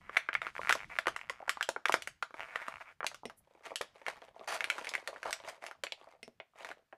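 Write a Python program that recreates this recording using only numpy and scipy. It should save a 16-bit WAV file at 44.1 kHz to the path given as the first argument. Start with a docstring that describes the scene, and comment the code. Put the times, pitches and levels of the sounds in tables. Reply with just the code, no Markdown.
"""A small room: hands work small stamp figures out of a clear plastic blister tray on a wooden table, close by.
The thin sheet snaps as its facets flip: a pitched pop, a hollow tray recoil and a bright crease crack.
A pressing finger creaks in separate stick-slip bursts; once lifted, the tray crinkles and rustles as
shaped noise. A freed figure is stood on the table, and later nudged, with short clusters of blurred modes.
Low thuds of the hands, a diffuse noise echo and a faint steady room noise lie underneath."""
import sys
import numpy as np
from scipy import signal
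from scipy.fft import rfft, irfft, next_fast_len
from scipy.io import wavfile
from scipy.ndimage import map_coordinates

SR = 44100
rng = np.random.default_rng(int(sys.argv[2]) if len(sys.argv) > 2 else 0)


def generate_wav(signal):
    """Clip the signal to [-1, 1] and save it as 16-bit WAV at the path in sys.argv[1]."""
    frames = np.transpose(np.atleast_2d(signal))
    scaled = np.clip(frames, -1, 1) * 32767
    pcm = np.round(scaled).astype(np.int16)
    wavfile.write(sys.argv[1], SR, pcm)


N = 307377  # length in samples

# Buckles of the sheet. Each row: time in seconds, pitch of the flipping facet in Hz,
# relative facet energy in dB, relative crease crack energy in dB.
SNAPS = [(0.0948, 1370, -18.5, -47), (0.1679, 1790, -2.5, -30), (0.1705, 1860, 0.5, -14),
         (0.2886, 1470, -7, -41.5), (0.3307, 2000, -14.5, -36), (0.3407, 1990, -22, -25),
         (0.3516, 1750, -3.5, -30), (0.4176, 1770, -12, -32), (0.4676, 1500, -13.5, -32.5),
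         (0.694, 1890, -1.5, -11), (0.6992, 1230, -3.5, -23.5), (0.7079, 1700, -3, -16.5),
         (0.7255, 1934, -1, -11.5), (0.752, 1200, -15, -21.5), (0.9874, 1634, -3.5, -18),
         (1.058, 1512, -18.5, -42), (1.0695, 1603, -5.5, -19), (1.0819, 1360, -7, -17),
         (1.1631, 1700, -13, -24.5), (1.297, 2030, -11.5, -22), (1.3008, 847, -16.5, -31),
         (1.4791, 1054, -12.5, -36.5), (1.4941, 1530, -4.5, -10), (1.571, 1150, -17.5, -37.5),
         (1.6097, 1470, -6, -24.5), (1.6272, 2150, -13.5, -11), (1.6901, 1300, -10, -12.5),
         (1.7627, 1075, -10.5, -43), (1.8554, 1360, -6, -23.5), (1.8563, 2150, -6.5, -21.5),
         (1.8846, 2050, -13, -19.5), (1.895, 1020, -2.5, -23.5), (1.9228, 2200, -8.5, -12.5),
         (1.941, 1430, -0.5, -11.5), (2.022, 2340, -20.5, -21.5), (2.074, 1710, -14.5, -20.5),
         (2.2255, 1350, -9.5, -24.5), (2.228, 1900, -16.5, -30), (2.307, 1200, -31, -52),
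         (2.342, 1183, -19.5, -40.5), (2.558, 1487, -8.5, -26), (2.6821, 1252, -12.5, -28),
         (3.0057, 1430, -16, -56.5), (3.0298, 1340, -14.5, -79), (3.044, 1060, -9.5, -29),
         (3.066, 2150, -12.5, -9.5), (3.115, 1390, -27.5, -43), (3.145, 1580, -27.5, -28),
         (3.298, 1360, -25, -35.5), (3.758, 1790, -20.5, -11), (3.813, 1600, -14.5, -17),
         (4.065, 1830, -14, -29), (4.0828, 1940, -14.5, -22.5), (4.6068, 2070, -8.5, -23.5),
         (4.6424, 2100, -9, -16.5), (4.701, 2150, -4.5, -14.5), (4.782, 1180, -16, -29),
         (4.846, 2160, -20.5, -26), (4.87, 2260, -14.5, -31), (4.8915, 2600, -32, -16),
         (4.9381, 1860, -13, -24), (4.952, 1780, -7.5, -22), (5.075, 1740, -15, -18.5),
         (5.161, 1480, -24.5, -55), (5.2304, 1690, -17, -29), (5.308, 1730, -22, -21),
         (5.3287, 2070, -11.5, -12.5), (5.665, 1830, -21.5, -25.5), (5.712, 1510, -22.5, -35),
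         (5.8368, 1730, -15.5, -15.5), (5.868, 2190, -18.5, -55), (5.922, 3060, -13.5, -28.5),
         (6.401, 2090, -23, -69), (6.647, 1640, -19.5, -28), (6.7143, 1540, -20.5, -33.5),
         (6.9264, 1680, -30, -55.5)]
# The whole tray giving way with a hollow knock. Each row: time in seconds, relative energy in dB.
KNOCKS = [(0.593, -16.5), (0.754, -20), (1.0705, -8), (1.404, -27), (1.426, -24.5), (1.6891, -11.5),
          (1.941, -11), (3.234, -26.5), (3.718, -21.5), (3.81, -16), (4.0822, -16), (4.3633, -29.5),
          (4.411, -27), (5.087, -23), (5.13, -24.5), (5.2569, -15), (5.478, -24.5), (5.8363, -20),
          (5.922, -29.5), (6.075, -34.5), (6.4011, -30.5), (6.93, -29.5)]
# A finger pushing over the tray, sticking and slipping. Each row: first slip in seconds, length in seconds,
# relative level in dB, nominal slip rate in slips per second.
PUSHES = [(0.01, 0.28, -61.5, 262), (0.138, 0.037, -48.5, 88), (0.43, 0.073, -49, 154),
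          (0.5531, 0.04, -48, 64.5), (0.616, 0.086, -42.5, 76.5), (0.767, 0.087, -51.5, 95),
          (0.897, 0.046, -50.5, 300), (0.955, 0.021, -46, 108), (1.0, 0.68, -63.5, 120),
          (1.192, 0.027, -51, 49), (2.369, 0.1, -50, 145), (2.469, 0.26, -52, 251),
          (2.6073, 0.027, -47, 334), (2.697, 0.091, -54.5, 78), (2.803, 0.025, -50, 290),
          (2.842, 0.086, -59.5, 260)]
# Fingers and figures sliding over the lifted tray. Each row: start in seconds, length in seconds,
# relative level in dB.
RUBS = [(3.44, 0.26, -75), (3.65, 0.047, -49), (3.96, 0.31, -61.5), (4.07, 0.031, -48), (4.365, 0.1, -62),
        (4.59, 0.41, -54), (4.768, 0.048, -46), (5.05, 0.51, -60), (5.455, 0.03, -49.5),
        (5.628, 0.052, -52), (5.99, 0.14, -66.5), (6.58, 0.13, -54)]
# An edge scraping along the sheet. Each row: start in seconds, length in seconds, relative level in dB,
# brightening in dB per octave.
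SCRAPES = [(4.4763, 0.085, -38.5, 0.4), (5.253, 0.039, -41, -2.5), (5.485, 0.0033, -39.5, 2)]
# The figure meeting the table. Each row: time in seconds, relative figure energy in dB,
# relative table energy in dB.
TAPS = [(3.2548, -21.5, -14.5), (6.2299, -22, -27), (6.279, -48, -23.5)]
# Weight of the hands on tray and table. Each row: time in seconds, level in dB.
THUDS = [(0, -68), (2.3, -75.5), (6.9, -84.5)]
# Colour of the hollow tray. Each row: frequency in Hz, relative level in dB.
TRAY = [(150, -26.5), (580, 1), (1200, -9), (2500, -62)]
# Colour of a crease crack and of the skin's hiss. Each row: frequency in Hz, relative level in dB.
CRACK = [(1500, -39), (2950, 5), (6500, -3), (11000, -9), (16000, -31)]
# Colour of one finger slip. Each row: frequency in Hz, relative level in dB.
SLIP = [(250, -20.5), (700, -3), (1300, 1.5), (2300, 1.5), (3800, -24), (14000, -40)]
# Colour of rubbing and scraping. 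Each row: frequency in Hz, relative level in dB.
RUSTLE = [(200, -26), (600, 4.5), (1100, 3.5), (2200, -0.5), (3300, -7), (10500, -19.5), (15000, -35.5)]
# Standing resonances of the moulded sheet. Each row: frequency in Hz, relative boost in dB.
SHEET = [(660, 6), (1200, 1.5), (1400, 4.5), (2230, 3)]
# Modes of the struck figure. Each row: centre frequency in Hz, typical relative level in dB, t60 in seconds.
FIGURE = [(2040, 2, 0.025), (2498, -10, 0.052), (5400, -10, 0.11), (8953, -6.5, 0.035)]
# Modes of the table top. Each row: centre frequency in Hz, typical relative level in dB, t60 in seconds.
TABLE = [(237, 1.1, 0.1), (434, 9.4, 0.04), (655, 3.8, 0.06)]
# Late decay of the room. Each row: frequency in Hz, t60 in seconds.
ROOM = [(300, 0.3), (5000, 0.35), (14000, 0.15)]
# Colour of the steady room noise. Each row: frequency in Hz, relative level in dB.
QUIET = [(30, -17.5), (1500, -14), (14000, -30.5)]

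TOP_HZ = 15500  # nothing sounds above this
SIZE = 8192  # samples in one impulse
HZ = np.fft.rfftfreq(SIZE, 1 / SR) + 1
AGE = np.arange(SIZE) / SR  # seconds since the impulse
TIME = np.arange(N) / SR  # seconds
LIFT_S = 3.05  # the tray leaves the table
HELD_T60_S, LIFTED_T60_S = 0.018, 0.049  # damped against the table, ringing on in the air
# recoil grows in dB per dB of facet energy, and weakens for facets pitched above FACET_HZ
RECOIL_DB, RECOIL_GROWS, RECOIL_DB_PER_OCTAVE, FACET_HZ = -15.5, 0.57, -10.5, 1650
PUSH_RISE_DB_PER_S, PUSH_FALL_DB_PER_S = 400, 444
RUB_RISE_DB_PER_S, RUB_FALL_DB_PER_S = 792, 392
SCRAPE_RISE_DB_PER_S, SCRAPE_FALL_DB_PER_S = 8000, 616
SLIP_JITTER, SLIP_SCATTER_DB, SLIP_SWELL_DB = 0.18, 2.6, 7
# slip colour tilts about SLIP_HZ, down by this much an octave for each doubling of the rate over SLIP_RATE
SLIP_HZ, SLIP_RATE, SLIP_DULLING_DB = 1600, 190, 1
SHEET_WIDTH_OCTAVES = 0.034
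HELD_ROOM_DB, LIFTED_ROOM_DB = -11.5, -9.5  # the lifted tray sounds roomier
CRACK_ROOM_DB, CREAK_ROOM_DB = -4.5, -14


def snaps():
    """A facet flips, the whole tray recoils and the crease cracks; returns (body, crack)."""
    body, crack = np.zeros(N), np.zeros(N)
    for s, hz, facet_db, crack_db in SNAPS:
        grip_db = 3.17 * ripple(spacing_hz=160.2)
        pop_colour_db = facet(hz, below_db=26, above_db=29, skirt_db=-39.0) + grip_db
        pop = burst(pop_colour_db, ring_db=-4.5, t60=sheet_t60(s))
        # a strong flip, or a large low facet, shakes the tray more
        size_db = RECOIL_DB_PER_OCTAVE * np.log2(hz / FACET_HZ)
        tray_db = RECOIL_DB + RECOIL_GROWS * facet_db + size_db
        add(body, s, amp(facet_db + 2.5) * pop + amp(tray_db) * recoil(s, grip_db))
        crease = burst(along(CRACK, HZ), ring_db=9.5, t60=0.013)
        add(crack, s, amp(crack_db + 0.68) * crease)
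    return body, crack


def facet(hz, below_db, above_db, skirt_db):
    """A facet's rounded resonance, falling by so many dB an octave below and above its pitch."""
    octaves = np.log2(HZ / hz)
    away = np.hypot(octaves, 0.42) - 0.42
    peak = -away * np.where(octaves < 0, below_db, above_db)
    overtones = skirt_db - np.abs(octaves) * 10 - (HZ / 9000) ** 5  # the very top falls away softly
    return np.logaddexp(peak, overtones)


def recoil(s, grip_db):
    """The hollow ring of the whole tray, outlasting a single facet; energy 1."""
    return burst(along(TRAY, HZ) + grip_db, ring_db=-2.5, t60=1.34 * sheet_t60(s))


def sheet_t60(s):
    """Ring time of the sheet at time s: short on the table, longer in the air."""
    return LIFTED_T60_S if s > LIFT_S else HELD_T60_S


def burst(colour_db, ring_db, t60):
    """One sudden release, then its bending waves scattered about the sheet; energy 1."""
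    release = causal(colour_db)
    scatter = through(rng.standard_normal(SIZE) * fade(AGE, t60), release)
    return unit_energy(unit_energy(release) + amp(ring_db) * unit_energy(scatter))


def ripple(spacing_hz):
    """Random peaks and dips in dB: every grip gives the sheet other resonances."""
    return map_coordinates(rng.standard_normal(SIZE // 8), [HZ / spacing_hz], mode="wrap")


def knocks():
    """The whole tray gives at once under the hands."""
    sound = np.zeros(N)
    for s, db in KNOCKS:
        add(sound, s, amp(db + 5.5) * recoil(s, 4 * ripple(spacing_hz=176)))
    return sound


def creak(level_db, count=120):
    """The finger sticks and slips unevenly: a ratchet when slow, a duller rasp when fast."""
    sound = np.zeros(N)
    for s, length, db, rate in PUSHES:
        tilt_octaves = np.clip(np.log2(HZ / SLIP_HZ), -1, 1)
        spot_db = along(SLIP, HZ) - SLIP_DULLING_DB * np.log2(rate / SLIP_RATE) * tilt_octaves
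        first_db, last_db = [2.2 * ripple(spacing_hz=400) for _ in range(2)]
        gap, size = rng.standard_normal((2, count))
        stuck = np.exp(SLIP_JITTER * gap)  # the longer it sticks, the harder it slips
        ages = (np.cumsum(stuck) - stuck[0]) / rate
        # each push swells and eases while its colour wanders
        progress = np.pi * (ages + 0.5 / rate) / (length + 1 / rate)
        swell_db = SLIP_SWELL_DB * (np.sin(progress) - 2 / np.pi)
        slip_db = db + swell_db + SLIP_SCATTER_DB * size
        for k in np.flatnonzero(ages <= length):
            wander_db = first_db * np.cos(progress[k]) + last_db * np.sin(progress[k])
            colour_db = spot_db + wander_db + 2 * ripple(spacing_hz=700)
            slip = burst(colour_db, ring_db=-8, t60=0.014)
            density = np.sqrt(SR / rate)  # sparse slips are stronger, so the rate keeps the level
            add(sound, s + ages[k], amp(slip_db[k]) * stuck[k] * density * slip)
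    # between slips the skin still hisses over the plastic
    hiss = unit(through(rng.standard_normal(N), causal(along(CRACK, HZ))))
    return sound + amp(level_db - 19) * hiss


def pressing():
    """Level in dB of the pushing finger, the strongest push at each moment."""
    return strokes(PUSHES, PUSH_RISE_DB_PER_S, PUSH_FALL_DB_PER_S).max(0)


def crinkles(level_db, count=100):
    """Small buckles under the moving fingers: dull bumps in a light grip, bright ticks in a firm one."""
    sound = np.zeros(N)
    slots = (np.arange(count) + rng.random(count)) / count
    moments = LIFT_S + slots * (N / SR - LIFT_S)
    for s, chance in zip(moments, rng.uniform(-1.85, 1, count)):
        grip_db = level_db[int(s * SR)]
        bump = burst(along(TRAY, HZ) + 4 * ripple(spacing_hz=160), ring_db=2.5, t60=0.045)
        tick = flick(2600, ring_db=-2.0)
        add(sound, s, amp(0.52 * grip_db + 3.5 + 2.0 * chance) * bump)
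        add(sound, s, amp(grip_db + 25.5 + 4.7 * chance) * tick)
    return sound


def flick(hz, ring_db):
    """A tiny sudden release, its pitch scattered about hz; energy 1."""
    pitch_hz = hz * amp(1.5 * rng.standard_normal())
    colour_db = facet(pitch_hz, below_db=14, above_db=36, skirt_db=-16)
    return burst(colour_db + 2 * ripple(spacing_hz=300), ring_db=ring_db, t60=0.015)


def rustle(level_db):
    """Skin and figures slide over the sheet: grainy noise whose resonances shift with the grip."""
    sound = np.zeros(N)
    for _ in range(4):  # four colours drift in and out
        grains = rng.standard_normal(N) * amp(9.2 * wobble(700))
        colour = causal(along(RUSTLE, HZ) + 3 * ripple(spacing_hz=172))
        sound += unit(through(grains, colour)) * amp(4.4 * wobble(35))
    # a light touch sounds dull, a firm stroke hisses
    lowpass = signal.butter(2, 2700, fs=SR, output="sos")
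    dull = signal.sosfiltfilt(lowpass, sound)
    sound = dull + amp(0.091 * (level_db + 46.5)) * (sound - dull)
    return amp(level_db - 1) * unit(sound)


def rubbing():
    """Level in dB of the sliding contact with the lifted tray."""
    return strokes(RUBS, RUB_RISE_DB_PER_S, RUB_FALL_DB_PER_S).max(0)


def scrapes():
    """An edge catches at once and sheds a dense stream of tiny cracks, made as grainy noise."""
    sound = np.zeros(N)
    levels_db = strokes(SCRAPES, SCRAPE_RISE_DB_PER_S, SCRAPE_FALL_DB_PER_S)
    for level_db, (*_, tilt_db) in zip(levels_db, SCRAPES):
        grains = rng.standard_normal(N) * amp(3.9 * wobble(900))
        colour_db = along(RUSTLE, HZ) + tilt_db * np.log2(HZ) + 2 * ripple(spacing_hz=284.7)
        sound += amp(level_db) * unit(through(grains, causal(colour_db)))
    return sound


def sheet(x):
    """Whatever bends the sheet also rings its standing resonances."""
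    boost_db = sum(db * np.exp(-(np.log2(HZ / hz) / SHEET_WIDTH_OCTAVES) ** 2) for hz, db in SHEET)
    return through(x, causal(boost_db - 0.26))


def taps():
    """The hard base of the figure clicks and the table top knocks."""
    sound = np.zeros(N)
    for s, figure_db, table_db in TAPS:
        click = 0.55 * flick(3500, ring_db=3)
        figure = ring(FIGURE) + click
        add(sound, s, amp(figure_db) * figure + amp(table_db) * ring(TABLE))
    return through(sound, causal(-(HZ / 8500) ** 5))  # the taps stay soft at the very top


def ring(modes):
    """A struck object's decaying modes, blurred into narrow bands of noise; energy 1."""
    sound = np.zeros(SIZE)
    for hz, db, t60 in modes:
        blurred_hz = hz * (1 + 0.21 * rng.standard_normal(SIZE))
        phase = 2 * np.pi * np.cumsum(blurred_hz) / SR
        sound += amp(db + rng.normal(0, 0.77)) * np.cos(phase) * fade(AGE, t60)
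    return unit_energy(sound)


def whisk():
    """Fingers brush off the figure that they have stood down: a short, very high whisk of noise."""
    stroke = np.exp(-((TIME - 3.386) / 0.012) ** 2)
    hiss = through(rng.standard_normal(N), causal(-np.abs(np.log2(HZ / 10500)) * 24))
    return amp(-63.5) * stroke * unit(hiss)


def handling():
    """Working hands shift their weight on tray and table: soft, uneven low thuds of noise."""
    colour_db = -np.abs(np.log2(HZ / 120)) * 3 - (HZ / 95) ** 2
    thuds = through(rng.standard_normal(N), causal(colour_db))
    level_db = np.interp(TIME, *np.transpose(THUDS))
    return amp(level_db) * unit(thuds * amp(6 * wobble(16)))


def room(x):
    """Table and walls answer with a diffuse tail: the energy in each band lingers as noise."""
    hz, t, z = signal.stft(x, SR, nperseg=256)
    age = t[t < 0.5]
    tail = fade(age, along(ROOM, hz)[:, None])
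    # near surfaces answer first
    tail = tail * (1 + 4.2 * fade(age, 0.14)) * (1 - np.exp(-(age / 0.0018) ** 2))
    linger = tail ** 2 / np.sum(tail ** 2, axis=1, keepdims=True)
    energy = np.abs(signal.fftconvolve(np.abs(z) ** 2, linger, axes=1))[:, :len(t)]
    noise = signal.stft(rng.standard_normal(N), SR, nperseg=256)[2]
    echo = noise * np.sqrt(energy / np.mean(np.abs(noise) ** 2))
    return signal.istft(echo, SR, nperseg=256)[1][:N]


def room_tone():
    """The faint steady noise of the room."""
    return amp(-84) * unit(through(rng.standard_normal(N), causal(along(QUIET, HZ))))


def strokes(rows, rise, fall):
    """Level in dB of each stroke, one line per row: it swells, holds and dies away, in dB per second."""
    return np.array([db - rise * np.maximum(s - TIME, 0) - fall * np.maximum(TIME - s - length, 0)
                     for s, length, db, *_ in rows])


def amp(db):
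    """Decibels to gain."""
    return 10 ** (np.asarray(db) / 20)


def unit(x):
    """Scale to rms 1."""
    return x / np.sqrt(np.mean(x ** 2) + 1e-20)


def unit_energy(x):
    """Scale to energy 1."""
    return x / (np.linalg.norm(x) + 1e-20)


def along(points, hz):
    """Read a curve of (Hz, value) points on a log frequency axis."""
    f, v = np.transpose(points)
    return np.interp(np.log(hz + 1), np.log(f), v)


def fade(t, t60):
    """Exponential decay, down 60 dB after t60 seconds."""
    return np.exp(-np.log(1000) * t / t60)


def wobble(rate):
    """A smooth random curve, rate knots a second."""
    return map_coordinates(rng.standard_normal(SIZE), [TIME * rate], mode="wrap")


def causal(db):
    """The quickest (minimum-phase) impulse response with these gains on the HZ grid."""
    cepstrum = irfft(np.log(amp(db) + 1e-6))
    cepstrum[1:SIZE // 2] *= 2
    cepstrum[SIZE // 2 + 1:] = 0
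    return irfft(np.exp(rfft(cepstrum)))


def through(x, response):
    """x convolved with an impulse response, kept to its own length."""
    return signal.fftconvolve(x, response)[:len(x)]


def add(track, s, sound):
    """Mix a sound in at time s."""
    part = track[max(round(s * SR), 0):][:len(sound)]
    part += sound[:len(part)]


def scene():
    """Tray and figure close by; the cracks spray into the room more than the low pops and the creak do."""
    press_db, rub_db = pressing(), rubbing()
    body, crack = snaps()
    slips = sheet(creak(press_db))
    tray = sheet(body + knocks() + rustle(rub_db) + scrapes() + crinkles(rub_db))
    near = tray + taps() + whisk()
    room_db = np.where(TIME > LIFT_S, LIFTED_ROOM_DB, HELD_ROOM_DB)
    echo = room(amp(room_db) * near + amp(CRACK_ROOM_DB) * crack + amp(CREAK_ROOM_DB) * slips)
    return (near + slips + crack + echo + handling() + room_tone())[None]


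def record(dry):
    """A steep band limit removes everything from TOP_HZ upwards."""
    size = next_fast_len(N + SIZE)
    kept = np.fft.rfftfreq(size, 1 / SR) < TOP_HZ
    return irfft(rfft(dry, size) * kept, size)[:, :N]


dry = scene()
out = record(dry)
generate_wav(out)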